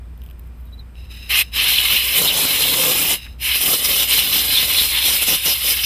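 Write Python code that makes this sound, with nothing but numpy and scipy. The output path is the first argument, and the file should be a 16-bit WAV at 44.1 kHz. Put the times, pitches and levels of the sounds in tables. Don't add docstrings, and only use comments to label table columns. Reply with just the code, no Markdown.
import sys
import numpy as np
from scipy import signal
from scipy.fft import rfft, irfft
from scipy.io import wavfile
from scipy.ndimage import uniform_filter1d

SR = 44100
rng = np.random.default_rng(int(sys.argv[2]) if len(sys.argv) > 2 else 0)


def wrap_up_sound(samples):
    columns = np.atleast_2d(samples).T
    tamed = np.clip(columns, -1, 1)
    steps = np.round(tamed * 32767).astype(np.int16)
    wavfile.write(sys.argv[1], SR, steps)


N = 257984

# frequency in Hz, side against mid in dB.
STEREO_WIDTH = [(3500, -90), (4600, -26), (6000, -12), (7500, -7), (11000, -7), (14000, -7), (15000, -14)]

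# frequency in Hz, level in dB against HUM_DB.
MOTOR_LINES = [(59.2, 0.5), (79, -23), (150.5, -20.5), (226.6, -23.5), (2420, -36), (5100, -44)]
# frequency in Hz, relative density in dB per Hz.
RUMBLE_SPECTRUM = [(15, -30), (30, -13), (45, -13), (70, -6), (100, -14), (150, -22), (200, -24.5),
                   (330, -31.5), (600, -37.5), (1300, -40.5), (3000, -47.5), (4500, -54), (6800, -61),
                   (8300, -53), (10000, -58.5), (14500, -55)]
HUM_DB = -36
HUM_SINKS_ABOVE_DB, HUM_SINK_SHARE, HUM_SINK_S = -41.5, 0.92, 0.17

# start in seconds, body level in dB, snap level in dB.
HANDLING_TICKS = [(.1765, -55, -47), (0.2185, -42, -47), (0.2363, -47, -42), (0.263, -47, -43),
                  (.289, -48, -51), (.3004, -47, -44), (0.3108, -42, -39), (0.955, -47, -62),
                  (3.2654, -36, -50)]
# centre in Hz, width in Hz, relative height in dB.
TICK_BODY_MODES = [(2920, 560, 7), (4930, 1400, -11)]
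# centre in Hz, width in Hz, relative height in dB.
TICK_SNAP_MODES = [(9000, 2500, -18), (13200, 1700, 8)]
# middle in seconds, level in dB before crinkling, length in seconds.
GLOVE_CREASES = [(.255, -61, .05), (.395, -61, .015), (.465, -64, .018), (0.608, -62, .03), (.71, -66, .06)]
# middle in seconds, level in dB, start pitch in Hz, end pitch in Hz, length in seconds.
CHIRP_TONES = [(.678, -62, 3820, 3720, 0.0079), (.738, -45.5, 3900, 3900, .008),
               (0.783, -53, 4000, 3950, .004), (0.797, -41.5, 4060, 3990, 0.0046),
               (0.808, -52, 3840, 3800, 0.0089)]

# opens in seconds, shuts in seconds, level in dB at full flow.
HALF_PRESSES = [(0.961, 1.07, -49.5), (1.101, 1.486, -40.5), (1.536, 1.58, -25), (3.145, 3.26, -36.5),
                (3.274, 3.348, -48)]
LEAK_RISE_S, LEAK_FALL_S = 0.013, 0.025
# centre in Hz, width in Hz, relative height in dB.
WAND_MODES = [(2130, 950, -10.5), (2760, 300, 2.5), (3880, 230, 2), (5100, 210, -1.5), (6300, 310, -14.5),
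              (7600, 250, -16), (8780, 350, -16), (10020, 300, -12), (11300, 500, -15), (12550, 500, -16),
              (13900, 800, -23), (14850, 400, -20)]
# frequency in Hz, level in dB on the scale of the wand's heights.
LEAK_HISS_SPECTRUM = [(500, -40), (1800, -22), (4500, -27), (7000, -34), (11000, -23), (15000, -18)]

# opens in seconds, shuts in seconds, rise in seconds, fall in seconds.
FULL_PULLS = [(1.299, 1.424, 0.0078, 0.0093), (1.557, 3.158, 0.02, 0.021), (3.421, 5.95, 0.017, .02)]
# centre in Hz, width in Hz, relative height in dB.
HOLLOW_MODES = [(1113, 300, -11.5), (1720, 230, -9.5), (2150, 256, -2), (2630, 440, -0.5),
                (3015, 310, -1.5), (3520, 600, -5), (4075, 354, 0.5)]
# centre in Hz, width in Hz, relative height in dB.
HISS_MODES = [(8000, 2100, -11.5), (8910, 930, -6.5), (10060, 660, -3), (10890, 610, -3.5),
              (11630, 880, -2), (12700, 460, -0.5), (13300, 1800, -3.5), (14560, 1430, -3.5)]
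# centre in Hz, width in Hz, relative height in dB.
RIM_MODES = [(5033, 330, 0), (5160, 220, -7), (5700, 570, -7.5), (6300, 400, -17)]
# frequency in Hz, relative density in dB per Hz.
SPLASH_SPECTRUM = [(40, -25), (90, -7), (160, 1), (330, 0), (520, -1.5), (800, -5), (1300, -6.5),
                   (1800, -16.5), (3000, -21.5), (7200, -7.5), (10000, -14.5)]
# time in seconds, howl level in dB, splash level in dB before a fixed lift in jet().
AIM_DRIFT = [(1.3, -19, -44), (1.34, -17, -43), (1.6, -18, -41.5), (1.83, -17, -43.5), (2.11, -21, -43),
             (2.2, -21, -28), (2.55, -20, -35), (2.88, -21.5, -29), (3.08, -24, -33.5),
             (3.43, -21.5, -46.5), (3.53, -18, -52), (3.6, -25, -40.5), (3.8, -24.5, -38),
             (4.3, -22.5, -37.5), (4.88, -24, -39.5), (4.98, -17.5, -43.5), (5.2, -23.5, -46),
             (5.58, -25, -50.5), (5.85, -24, -48)]
# time in seconds, pitch in Hz.
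AIMED_HOLLOW = [
    [(1.58, 2900), (1.82, 3360), (2.102, 2940), (2.174, 3470), (2.68, 3320), (2.702, 3630), (2.784, 3160),
     (3.13, 3240)],
    [(3.44, 2980), (3.92, 3420), (3.94, 3310), (4.92, 3500), (4.95, 3230), (5.24, 3300), (5.26, 3360),
     (5.85, 3100)],
]
# middle in seconds, length in seconds,
# then the rise in dB of splash, howl, rim noise and hiss.
HAND_PASSES = [(1.391, 0.066, -1.5, 0.5, 4, 3.5), (1.6, 0.036, -3, 3, 2, -2), (1.71, 0.074, 1, 0.5, 3.5, 2),
               (1.938, 0.082, 6.5, 1.5, 2, 2), (2.17, 0.053, -0.5, 2.5, -2, 4.5), (2.42, 0.1, 2, 0, 0.5, 0),
               (3.123, 0.049, 4, 2.5, 3, 2.5), (3.562, 0.028, 10, 0.5, 5.5, 2),
               (3.626, 0.037, 6, 4, 4.5, 3), (3.703, .1, 10.5, 3, 2, 2), (3.852, 0.022, -1, 3.5, 10, 4),
               (3.965, 0.16, 3, 3.5, 3.5, 2), (4.154, 0.1, 2, 5.5, 4, 3), (4.372, 0.094, 3, 4.5, 5, 2.5),
               (4.585, 0.16, 1.5, 5.5, 3.5, 2.5), (4.776, 0.17, 1, 4, 2, 2), (5.11, 0.13, 8.5, 1.5, 5, 2.5),
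               (5.227, 0.026, 13, 5, -3, 3.5), (5.318, 0.095, 16, 4, 5, 2), (5.497, 0.087, 16, 4, 7, 2),
               (5.686, 0.097, 12, 3, 6.5, 4), (5.85, 0.029, 4, 5, 11, 2)]
# middle in seconds, change in dB, length in seconds.
BRIEF_DIPS = [(1.822, -2, 0.011), (2.312, -6, 0.017), (3.814, -2, .012), (4.068, -3.5, 0.0098),
              (4.66, -3, 0.011), (4.887, -1.5, 0.011), (5.402, -2, 0.027), (5.59, -2.5, .02)]
PASS_EDGE_S = 0.007
HISS_DB, HISS_FOLLOWS = -22.5, 0.25
RIM_DB, RIM_FOLLOWS = -32, 0.18
RIM_BRIGHTENS = 1.6
USUAL_SPLASH_DB = -42
# mean delay in seconds, level in dB against the direct sound.
CLOSE_ECHOES = [(.0014, -16), (.0023, -16), (.0037, -17), (.0068, -18)]

# middle in seconds, level in dB, pitch in Hz, length in seconds.
HOLLOW_BARKS = [(1.787, -11, 3020, 0.0037), (2.288, -14.5, 3720, 0.011), (2.31, -19, 2870, 0.014),
                (2.635, -17.5, 3040, 0.0087), (3.665, -20.5, 3000, 0.0073), (4.205, -18.5, 2980, 0.015),
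                (4.577, -14, 3600, 0.01), (4.787, -14.5, 3670, 0.011)]
# middle in seconds, level in dB, pitch in Hz, length in seconds.
TUBE_HOOTS = [(2.8, -25.5, 505, 0.0082), (2.885, -32.5, 505, 0.066), (3.14, -47, 506, 0.022)]
# middle in seconds, level in dB, pitch in Hz, length in seconds.
VALVE_CHUFFS = [(3.267, -42, 1850, 0.0072)]
CUTOFF_HZ = 15070


def from_db(db):
    return 10 ** (np.asarray(db) / 20)


def rms_one(x):
    return x / np.sqrt(np.mean(x ** 2) + 1e-20)


def seconds():
    return np.arange(N) / SR


def in_time(rows):
    s, *columns = np.transpose(rows)
    return [np.interp(seconds(), s, column) for column in columns]


def bins():
    return np.maximum(np.fft.rfftfreq(N, 1 / SR), 1)


def slope(points):
    hz, db = np.transpose(points)
    return from_db(np.interp(np.log(bins()), np.log(hz), db))


def humps(modes):
    power = 0
    for hz, width, db in modes:
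        distance = (bins() - hz) / width
        power = power + from_db(db) ** 2 / (1 + 2 * distance ** 2) ** 2
    return np.sqrt(power)


def drift(rate_hz):
    return rms_one(irfft(rfft(rng.standard_normal(N)) / (1 + (bins() / rate_hz) ** 2), N))


def noise(gain):
    mid, side = rfft(rng.standard_normal((2, N))) * gain
    mid, side = irfft(mid, N), irfft(side * slope(STEREO_WIDTH), N)
    return (mid + side * np.array([[1], [-1]])) / np.std(mid)


def swell(s, length):
    return np.exp(-.5 * np.minimum(((seconds() - s) / length) ** 2, 200))


def gate(on, off, rise, fall):
    t = seconds()
    opening = (1 + np.tanh((t - on) / rise)) / 2
    shutting = (1 - np.tanh((t - off) / fall)) / 2
    return opening * shutting


def blown(modes, wander_db, wander_rate, favour=lambda hz: 1):
    out, power = 0, 0
    for hz, width, db in modes:
        share = from_db(db + wander_db * drift(wander_rate)) * np.sqrt(width) * favour(hz)
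        out = out + share * noise(humps([(hz, width, 0)]))
        power = power + share ** 2
    return out / np.sqrt(power)


def valve():
    return sum(gate(*pull) for pull in FULL_PULLS)


def workshop(splash_db, waver_db=-0.3, phase_waver=0.045, rumble_db=-41, rumble_share=0.37):
    splash_power = (valve() * from_db(splash_db - HUM_SINKS_ABOVE_DB)) ** 2
    splash_power = uniform_filter1d(splash_power, int(HUM_SINK_S * SR))
    sink_db = HUM_SINK_SHARE * 10 * np.log10(1 + splash_power)
    lines = 0
    for hz, db in MOTOR_LINES:
        phase = 2 * np.pi * (hz * seconds() + rng.random()) + phase_waver * drift(7.6)
        lines = lines + from_db(db) * np.sin(phase)
    hum = np.sqrt(2) * from_db(HUM_DB - sink_db + waver_db * drift(14)) * lines
    rumble = from_db(rumble_db - rumble_share * sink_db) * noise(slope(RUMBLE_SPECTRUM))
    return hum + rumble


def ticks(decay_s=0.0018):
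    body, snap = 0, 0
    for s, body_db, snap_db in HANDLING_TICKS:
        age = seconds() - s
        decay = (age >= 0) * np.exp(-np.clip(age / decay_s, 0, 60))
        body = body + from_db(body_db) * decay
        snap = snap + from_db(snap_db) * decay
    return body * noise(humps(TICK_BODY_MODES)) + snap * noise(humps(TICK_SNAP_MODES))


def gloves(crinkle_db=6.5):
    creasing = sum(from_db(db) * swell(s, length) for s, db, length in GLOVE_CREASES)
    crinkle = from_db(-3.5 + crinkle_db * drift(110))
    return creasing * crinkle * noise(humps([(3000, 900, -8), (13200, 2800, -4)]))


def chirps(third_db=-17, waver=0.0115):
    out = 0
    for s, db, start_hz, end_hz, length in CHIRP_TONES:
        glide_hz = np.interp(seconds(), [s - length, s + length], [start_hz, end_hz])
        phase = 2 * np.pi * np.cumsum(glide_hz * (1 + waver * drift(300))) / SR
        tone = np.sin(phase) + from_db(third_db) * np.sin(3 * phase)
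        out = out + from_db(db) * swell(s, length) * np.sqrt(2) * tone
    return out


def leak(flutter_db=1.5):
    flow = sum(from_db(db) * gate(on, off, LEAK_RISE_S, LEAK_FALL_S) for on, off, db in HALF_PRESSES)
    colour = np.hypot(humps(WAND_MODES), slope(LEAK_HISS_SPECTRUM))
    return flow * from_db(flutter_db * drift(40)) * noise(colour)


def aim():
    rises_db = 0
    for s, length, *rise_db in HAND_PASSES:
        on_part = gate(s - length / 2, s + length / 2, PASS_EDGE_S, PASS_EDGE_S)
        rises_db = rises_db + np.outer(rise_db, on_part)
    splash_rise_db, howl_rise_db, rim_rise_db, hiss_rise_db = rises_db
    howl_db, splash_db = in_time(AIM_DRIFT)
    howl_db = howl_db + howl_rise_db
    splash_db = splash_db + splash_rise_db
    swing_db = splash_db - USUAL_SPLASH_DB
    hiss_db = HISS_DB + HISS_FOLLOWS * swing_db + hiss_rise_db
    rim_db = RIM_DB + RIM_FOLLOWS * swing_db + rim_rise_db
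    dip_db = sum(db * swell(s, length) for s, db, length in BRIEF_DIPS)
    return np.array([howl_db, hiss_db, rim_db, splash_db]) + dip_db


def jet(levels_db, focus_octaves=0.17, focus_db=8.0, howl_flutter_db=0.96, hiss_flutter_db=0.78,
        rim_flutter_db=1.0, splash_flutter_db=2.0, shared_db=0.6):
    howl_db, hiss_db, rim_db, splash_db = levels_db
    centre_hz, = in_time(np.concatenate(AIMED_HOLLOW))

    def aimed(hz):
        octaves_off = np.log2(hz / centre_hz)
        return from_db(focus_db * np.exp(-.5 * (octaves_off / focus_octaves) ** 2))

    def brightened(hz):
        return from_db(RIM_BRIGHTENS * (rim_db - RIM_DB) * np.log2(hz / RIM_MODES[0][0]))

    howl = blown(HOLLOW_MODES, wander_db=1.77, wander_rate=8, favour=aimed)
    howl = from_db(howl_db + howl_flutter_db * drift(57)) * howl
    hiss = blown(HISS_MODES, wander_db=2.5, wander_rate=16.5)
    hiss = from_db(hiss_db + hiss_flutter_db * drift(30)) * hiss
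    rim = blown(RIM_MODES, wander_db=2.1, wander_rate=14, favour=brightened)
    rim = from_db(rim_db + rim_flutter_db * drift(23)) * rim
    splash = from_db(splash_db + 3.5 + splash_flutter_db * drift(73)) * noise(slope(SPLASH_SPECTRUM))
    return valve() * from_db(shared_db * drift(33)) * (howl + hiss + rim + splash)


def nearby(x, sway_s=0.0002, sway_rate=1.7):
    t, out = seconds(), x
    for delay, db in CLOSE_ECHOES:
        then = t - delay - sway_s * drift(sway_rate)
        out = out + from_db(db) * np.array([np.interp(then, t, ear) for ear in x])
    return out / np.sqrt(1 + sum(from_db(db) ** 2 for _, db in CLOSE_ECHOES))


def cavity_tones(events, width_hz):
    out = 0
    for s, db, hz, length in events:
        out = out + from_db(db) * swell(s, length) * noise(humps([(hz, width_hz, 0)]))
    return out


def scene():
    levels_db = aim()
    background = workshop(splash_db=levels_db[-1])
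    handling = ticks() + gloves() + cavity_tones(VALVE_CHUFFS, width_hz=860)
    gun = nearby(leak() + jet(levels_db))
    gun = gun + cavity_tones(HOLLOW_BARKS, width_hz=440) + cavity_tones(TUBE_HOOTS, width_hz=22)
    return background + handling + chirps() + gun


def record(dry):
    lowpass = signal.firwin(501, CUTOFF_HZ, fs=SR)
    cut = signal.fftconvolve(dry, lowpass[None], mode="same", axes=1)
    return np.clip(cut, -1, 1)


dry = scene()
out = record(dry)
wrap_up_sound(out)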